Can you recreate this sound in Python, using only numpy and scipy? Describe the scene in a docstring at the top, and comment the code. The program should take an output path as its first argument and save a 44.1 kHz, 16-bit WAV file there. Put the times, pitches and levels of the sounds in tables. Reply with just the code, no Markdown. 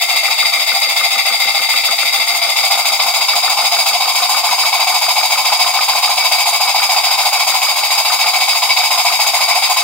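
"""A workshop bench: a model steam engine runs at about seven turns a second, belted to a small pump.
The double-acting cylinder chuffs twice a turn: sputtering noise shaped by chimney, exhaust pipe and steam jet.
The crank bearing knocks once a turn as filtered impulses, and the base thumps with it as decaying sines.
Gears hum and the room rumbles faintly beneath. The microphone drifts from the pulley stand over to the pump."""
import sys
import numpy as np
from scipy import signal
from scipy.fft import rfft, irfft, next_fast_len
from scipy.io import wavfile
from scipy.ndimage import uniform_filter1d, map_coordinates

SR = 44100
rng = np.random.default_rng(int(sys.argv[2]) if len(sys.argv) > 2 else 0)


def unload_audio(sound):
    """Save the sound as a 16-bit wav file, at the path given as the first command line argument."""
    columns = np.transpose(np.atleast_2d(sound))
    # keep every value between -1 and 1, then stretch to whole-number steps
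    steps = np.round(np.clip(columns, -1, 1) * 32767)
    wavfile.write(sys.argv[1], SR, steps.astype(np.int16))


N = 433503
TIME = np.arange(N) / SR  # seconds
SIZE = 8192  # length of filters and decays, samples
HZ = np.fft.rfftfreq(SIZE, 1 / SR) + 1  # 1 Hz up, to keep logarithms finite

# path of the microphone: (time [s], position [0 at the pulley stand, 1 at the pump])
MICROPHONE_PATH = [(0, 0), (2.2, 0.057), (2.7, 0.4), (4.2, 0.94), (5.8, 0.99), (9.83, 0.97)]


def amp(db):
    """Decibels to gain."""
    return 10 ** (np.asarray(db) / 20)


def unit(x):
    """Scale so that the middle of the stereo image has rms 1."""
    return x / np.atleast_2d(x).mean(axis=0).std()


def curves(rows):
    """One value per sample for each column after the time."""
    s, *cols = np.transpose(rows)
    return [np.interp(TIME, s, c) for c in cols]


def spectra(rows):
    """One value per frequency for each column after the frequency, interpolated along log frequency."""
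    f, *cols = np.transpose(rows)
    return np.array([np.interp(np.log(HZ), np.log(f), c) for c in cols])


def wobble(rate):
    """A smooth random curve, rate knots a second."""
    knots = rng.standard_normal(int(N * rate / SR) + 4)
    return map_coordinates(knots, [TIME * rate], order=2)


def resonances(modes):
    """Gain of steep-sided resonances summed by energy, one row for each level column."""
    f, width, *levels = np.transpose(modes)[:, :, None]
    peaks = 1 / (1 + ((HZ ** 2 - f ** 2) / (HZ * width)) ** 2)
    return np.sqrt(np.sum((amp(levels) * peaks) ** 2, axis=1))


def band(low_hz, high_hz, order):
    """Gain of a steep pass band."""
    low_side = 1 + (low_hz / HZ) ** order
    high_side = 1 + (HZ / high_hz) ** order
    return 1 / np.sqrt(low_side * high_side)


def colour(x, gain):
    """Causal minimum-phase filter with the given gain, by folding its cepstrum."""
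    cepstrum = irfft(np.log(np.maximum(gain, 1e-6)))
    cepstrum[1:SIZE // 2] *= 2
    cepstrum[SIZE // 2 + 1:] = 0
    response = irfft(np.exp(rfft(cepstrum)))[:SIZE // 2]
    return signal.oaconvolve(x, response)[:N]


def even(response):
    """Level out the peaks and dips of a response along frequency, keeping its phase."""
    return response / np.sqrt(uniform_filter1d(np.abs(response) ** 2, size=24, axis=1))


def bench(x, t60):
    """Direct sound plus decaying scatter from bench and shelves, different at each microphone port."""
    # the two ports: (frequency [Hz], direct share of the energy [0-1], left over right [dB])
    ports = [(60, 0.84, -2), (150, 1, 0), (380, 0.98, 0), (750, 0.97, 2.5), (1160, 0.8, 3.5),
             (2170, 0.59, 3), (3020, 0.65, 4), (4600, 0.47, -0.5), (7000, 0.31, 1), (11000, .25, 0.5),
             (15500, 0.5, -1)]
    # the left port is nearer the engine: (frequency [Hz], lead of the direct sound [rad])
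    left_lead = [(700, 0), (2000, .2), (3000, .7), (4000, 1.3), (5200, 2.6), (7000, 3.4), (9500, 3.6),
                 (11500, 5.8), (15500, 7.3)]
    share, balance_db = spectra(ports)
    sides = np.array([[.5], [-.5]])
    t = np.arange(SIZE) / SR
    decay = np.exp(-np.log(1000) * t / t60)
    scatter = rfft(rng.standard_normal((2, SIZE)) * decay)
    direct = np.sqrt(share) * np.exp(1j * sides * spectra(left_lead))
    paths = even(direct + np.sqrt(1 - share) * even(scatter))
    early = 512  # samples of room for the part that leads
    answer = np.roll(irfft(paths * amp(sides * balance_db)), early, axis=1)
    return signal.oaconvolve(x[None], answer, axes=1)[:, early:early + N]


def nearness(levels_db):
    """Gain of a part as the microphone moves from the pulley stand to the pump, mixed by energy."""
    stand_db, pump_db = levels_db
    place = curves(MICROPHONE_PATH)[0]
    return np.sqrt((1 - place) * amp(stand_db) ** 2 + place * amp(pump_db) ** 2)


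def crank_turns():
    """Crank angle in turns, whole at each dead centre; the speed holds for seconds at a time."""
    # steps of speed: (start time [s], speed [turns/s])
    speed_steps = [(0, 6.859), (2.32, 6.922), (8.1, 6.987)]
    since, speed = np.transpose(speed_steps)
    turns = np.cumsum(speed[np.searchsorted(since, TIME, side="right") - 1]) / SR
    first_s = 0.1346
    return turns - np.interp(first_s, TIME, turns)


def strokes(turns, opens, rise, empty, scatter_db):
    """Once a turn the valve uncovers a port; the piston pushes the steam out until the port closes."""
    count, age = np.divmod(turns - opens + 1, 1)
    sizes = amp(scatter_db * rng.standard_normal(int(turns[-1]) + 4))
    size = sizes[count.astype(int)]
    rising = 1 - np.exp(-(age / rise) ** 2)
    emptying = np.exp(-(age / empty) ** 2.8)
    return size * rising * emptying


def steam(turns, gains, opens, puff, sputter_db, scatter_db, diffuse_db, stand_pan_db, t60, falloff,
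          back_db=0.25, back_longer=0.034):
    """Noise in the puffs of both strokes over a steady leak, heard through the gains of the two places."""
    rise, empty, leak_db = puff
    out = strokes(turns, opens[0], rise, empty, scatter_db)
    # the valve is set a little unevenly: the backstroke blows longer and harder
    back = amp(back_db) * strokes(turns, opens[1], rise, empty + back_longer, scatter_db)
    # drops of condensate make the flow sputter
    sputter = amp(sputter_db * wobble(rate=200))
    flow = np.sqrt(out ** 2 + back ** 2 + amp(leak_db) ** 2) * sputter

    def rush(gain):
        """Fresh turbulent noise carried by the flow."""
        return colour(flow * rng.standard_normal(N), gain)

    def heard(gain):
        """The rush over the bench, plus the spreading plume that reaches the two ports unrelated."""
        plume = np.array([rush(gain), rush(gain)])
        return unit(bench(rush(gain), t60) + amp(diffuse_db) * plume)

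    # the larger the falloff, the sooner the colour of the pulley stand is left behind
    at_stand = (1 - curves(MICROPHONE_PATH)[0]) ** falloff
    stand = amp([[stand_pan_db / 2], [-stand_pan_db / 2]]) * heard(gains[0])
    return np.sqrt(at_stand) * stand + np.sqrt(1 - at_stand) * heard(gains[1])


def chimney(valve):
    """The puffs sound the low resonances of the chimney."""
    # (frequency [Hz], width [Hz], relative level at the stand [dB], relative level at the pump [dB])
    chimney_modes = [(622, 113, -13, -14), (703.4, 74, -2, -3.5), (743, 83, -25, 1.5),
                     (793.4, 35, 2.5, -28), (841.6, 86, -25, 1), (898, 75, -3.5, -3), (995, 59, -18, -1.5),
                     (1053, 50, -19, 0), (1148, 226, -8.5, -8), (1245, 100, -11.5, -19),
                     (1383, 94, -10.5, -16.5), (1575, 270, -21.5, -17.5)]
    # puff: (rise [turns], emptying on the outstroke [turns], relative leak [dB])
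    chuff_puff = (.04, 0.4, -14.5)
    # port opens after dead centre: (outstroke [turns], backstroke [turns])
    chuff_opens = (.062, .568)
    # (level at the stand [dB], level at the pump [dB])
    chimney_db = (-26, -20)
    gains = resonances(chimney_modes) * band(423, 1680, order=14)
    chuffs = steam(valve, gains, chuff_opens, chuff_puff, sputter_db=1.0, scatter_db=0.78,
                   diffuse_db=-23, stand_pan_db=.5, t60=0.24, falloff=0.78)
    return nearness(chimney_db) * chuffs


def pipe(valve):
    """The exhaust pipe rings with the puffs; its lowest ring fades as the microphone swings across."""
    # (frequency [Hz], width [Hz], relative level at the stand [dB], relative level at the pump [dB])
    pipe_modes = [(2102, 234, -8.5, -19), (2123, 93, 1, -31), (2205, 300, -10.5, -5.5),
                  (2266.5, 37, -15, 3), (2357, 300, -8, -16), (2420, 37, -9, -4), (2591, 264, -14.5, -7.5),
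                  (2683, 65, -5.5, -31), (2860, 210, -38, -15.5), (3075, 206, -15.5, -12),
                  (3290, 175, -20, -10.5), (3430, 280, -12, -25), (3564, 148, -6, -7.5),
                  (3784, 110, -7.5, -8.5), (3776, 133, -3.5, -6), (3935, 270, -24, -7),
                  (3930, 260, -13, -21), (4585, 410, -33, -9), (4620, 280, -4, -9), (4716, 247, -5, -0.5),
                  (4760, 210, -5, -31), (5040, 130, -16, -2), (5025, 350, -7.5, -31), (5250, 480, -17, -6)]
    # puff: (rise [turns], emptying on the outstroke [turns], relative leak [dB])
    blast_puff = (0.043, 0.38, -10)
    # port opens after dead centre: (outstroke [turns], backstroke [turns])
    blast_opens = (.08, .596)
    # (level at the stand [dB], level at the pump [dB]), before the change to the lowest ring
    pipe_db = (-17, -17.4)
    # change to the lowest ring: (time [s], level [dB])
    ring_level = [(0, .5), (2.25, -0.5), (2.6, -2.5), (4.1, -2.5), (4.8, -0.4), (8.5, 0), (9.4, 1.5)]
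    gains = resonances(pipe_modes) * band(1670, 5440, order=40)
    blasts = steam(valve, gains, blast_opens, blast_puff, sputter_db=1.22, scatter_db=0.64,
                   diffuse_db=-8.5, stand_pan_db=2.0, t60=0.11, falloff=1.38)
    low_pass = signal.butter(4, 2500, fs=SR, output="sos")
    ring = signal.sosfiltfilt(low_pass, blasts)
    blasts = blasts + (amp(curves(ring_level)[0]) - 1) * ring
    return nearness(pipe_db) * blasts


def jet(valve):
    """The steam jet hisses at high frequency, with the strongest leak between puffs."""
    # (frequency [Hz], relative level at the stand [dB], relative level at the pump [dB])
    jet_spectrum = [(4530, -49, -43), (5930, -7, -10.5), (6420, 0.5, 2), (6590, -5.5, 2.5),
                    (7800, -2.5, -2.5), (8590, -10, -4), (8760, 6.5, 4.5), (8910, -7, -2), (9700, -9, -5.5),
                    (12000, -8.5, -6.5), (12900, -6.5, -4.5), (13600, -13, -10), (15500, -9, -5.5)]
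    # puff: (rise [turns], emptying on the outstroke [turns], relative leak [dB])
    hiss_puff = (0.054, 0.36, -6.5)
    # port opens after dead centre: (outstroke [turns], backstroke [turns])
    hiss_opens = (.09, .606)
    # (level at the stand [dB], level at the pump [dB])
    hiss_db = (-24.5, -22.6)
    hiss = steam(valve, amp(spectra(jet_spectrum)), hiss_opens, hiss_puff, sputter_db=2.0, scatter_db=0.92,
                 diffuse_db=-3, stand_pan_db=-0.5, t60=0.096, falloff=1.3)
    return nearness(hiss_db) * hiss


def exhaust(turns):
    """In each puff the chimney chuffs first, then the pipe rings and the jet hisses."""
    # the valve runs a little late at first, then settles: (time [s], lag [turns])
    valve_lag = [(1.5, .03), (3.5, .01), (6, 0)]
    valve = turns - curves(valve_lag)[0]
    return chimney(valve) + pipe(valve) + jet(valve)


def gears(hum_hz=225, level_db=-64, drift=0.99):
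    """The gear train hums faintly as a sine whose phase wanders (drift in radians)."""
    phase = 2 * np.pi * hum_hz * TIME + drift * wobble(rate=12)
    return amp(level_db) * unit(np.sin(phase))


def workshop(level_db=-53):
    """Faint rumble of belt, gears and room: steady filtered noise."""
    # (frequency [Hz], relative level [dB per Hz])
    rumble_spectrum = [(20, -7), (80, -6.5), (130, 2), (222, 1), (280, 8.5), (350, 12), (480, 14),
                       (1500, -24)]
    rumble = colour(rng.standard_normal(N), amp(spectra(rumble_spectrum)[0]))
    return amp(level_db) * unit(bench(rumble, t60=.2))


def dead_centres(turns):
    """The moments in seconds at which the crank completes a turn."""
    return np.interp(np.arange(int(turns[-1]) + 1), turns, TIME)


def blows(times, db):
    """One impulse at each of the times."""
    samples = np.clip(times * SR, 0, N).astype(int)
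    return np.bincount(samples, amp(db), N + 1)[:N]


def knock(turns, blow_db=14, delay_s=0.00102, rebound_s=0.00347, rebound_db=-5, scatter_db=2.5,
          jitter_s=.0007):
    """Once a turn, play in the crank bearing closes with a dry knock and a loose rebound."""
    # the knock comes and goes in spells: (time [s], level before blow_db and scatter [dB])
    knock_level = [(0, -14), (1.85, -12), (2.2, -17), (3.2, -21), (3.33, -11.5), (6.2, -13), (6.4, -25),
                   (6.85, -13), (7.5, -16), (8.1, -14.5), (9.83, -17)]
    # single knocks that stand out: (time [s], level before blow_db [dB])
    hard_knocks = [(.43, -9), (.72, -9), (1.74, -11), (3.48, -7), (3.77, -8), (5.79, -7.5), (8.24, -9.5)]
    # bearing resonances: (frequency [Hz], width [Hz], relative level [dB])
    bearing_modes = [(756, 450, -9), (1240, 105, 5.5), (1443, 170, -1.5), (1810, 89, -5.5),
                     (2200, 960, -23)]
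    s = dead_centres(turns)
    db = np.interp(s, *np.transpose(knock_level)) + scatter_db * rng.standard_normal(len(s))
    for at, hard_db in hard_knocks:
        nearest = np.argmin(np.abs(s - at))
        db[nearest] = hard_db
    first = s + delay_s + jitter_s * rng.standard_normal(len(s))
    again = first + rebound_s * rng.uniform(0.48, 1.516, len(s))
    contacts = blows(first, db + blow_db) + blows(again, db + blow_db + rebound_db)
    gain = resonances(bearing_modes)[0]
    return bench(colour(contacts, gain / np.sqrt(np.mean(gain ** 2))), t60=.1)


def base(turns, delay_s=0.0018, scatter_db=1.0):
    """The reversing piston thumps the base once a turn; each mode swells and dies."""
    # modes: (frequency [Hz], relative level [dB], attack [s], t60 [s])
    base_modes = [(124, -25, .015, .2), (165, -22, 0.022, .2), (228, -4, 0.014, 0.12),
                  (339, -6, 0.0026, .06), (425, -6.5, 0.0098, 0.11), (525, 5, 0.0098, 0.065)]
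    # loudest beside the pulley stand: (time [s], level [dB])
    base_level = [(0, -50), (1.5, -45.5), (2.6, -50), (4.3, -49), (5, -54.5), (9.83, -55)]
    s = dead_centres(turns)
    t = np.arange(SIZE) / SR
    thumps = np.zeros(N)
    for hz, db, attack, t60 in base_modes:
        swell = 1 - np.exp(-(t / attack) ** 2)
        decay = np.exp(-np.log(1000) * t / t60)
        ring = np.sin(2 * np.pi * hz * t) * swell * decay
        hits = blows(s + delay_s, db + scatter_db * rng.standard_normal(len(s)))
        thumps += signal.oaconvolve(hits, unit(ring))[:N]
    return amp(curves(base_level)[0]) * unit(bench(thumps, t60=.1))


def scene():
    """The crank times the chuffs, knocks and thumps; gears and room lie beneath."""
    turns = crank_turns()
    return exhaust(turns) + knock(turns) + base(turns) + gears() + workshop()


def record(dry):
    """The microphone's recorder rounds off the highest peaks and keeps nothing above its band limit."""
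    top_hz = 15780
    held = dry / (1 + (np.abs(dry) / .98) ** 16) ** (1 / 16)
    size = next_fast_len(N + SIZE)
    kept = np.fft.rfftfreq(size, 1 / SR) < top_hz
    return irfft(rfft(held, size) * kept, size)[:, :N]


dry = scene()
out = record(dry)
unload_audio(out)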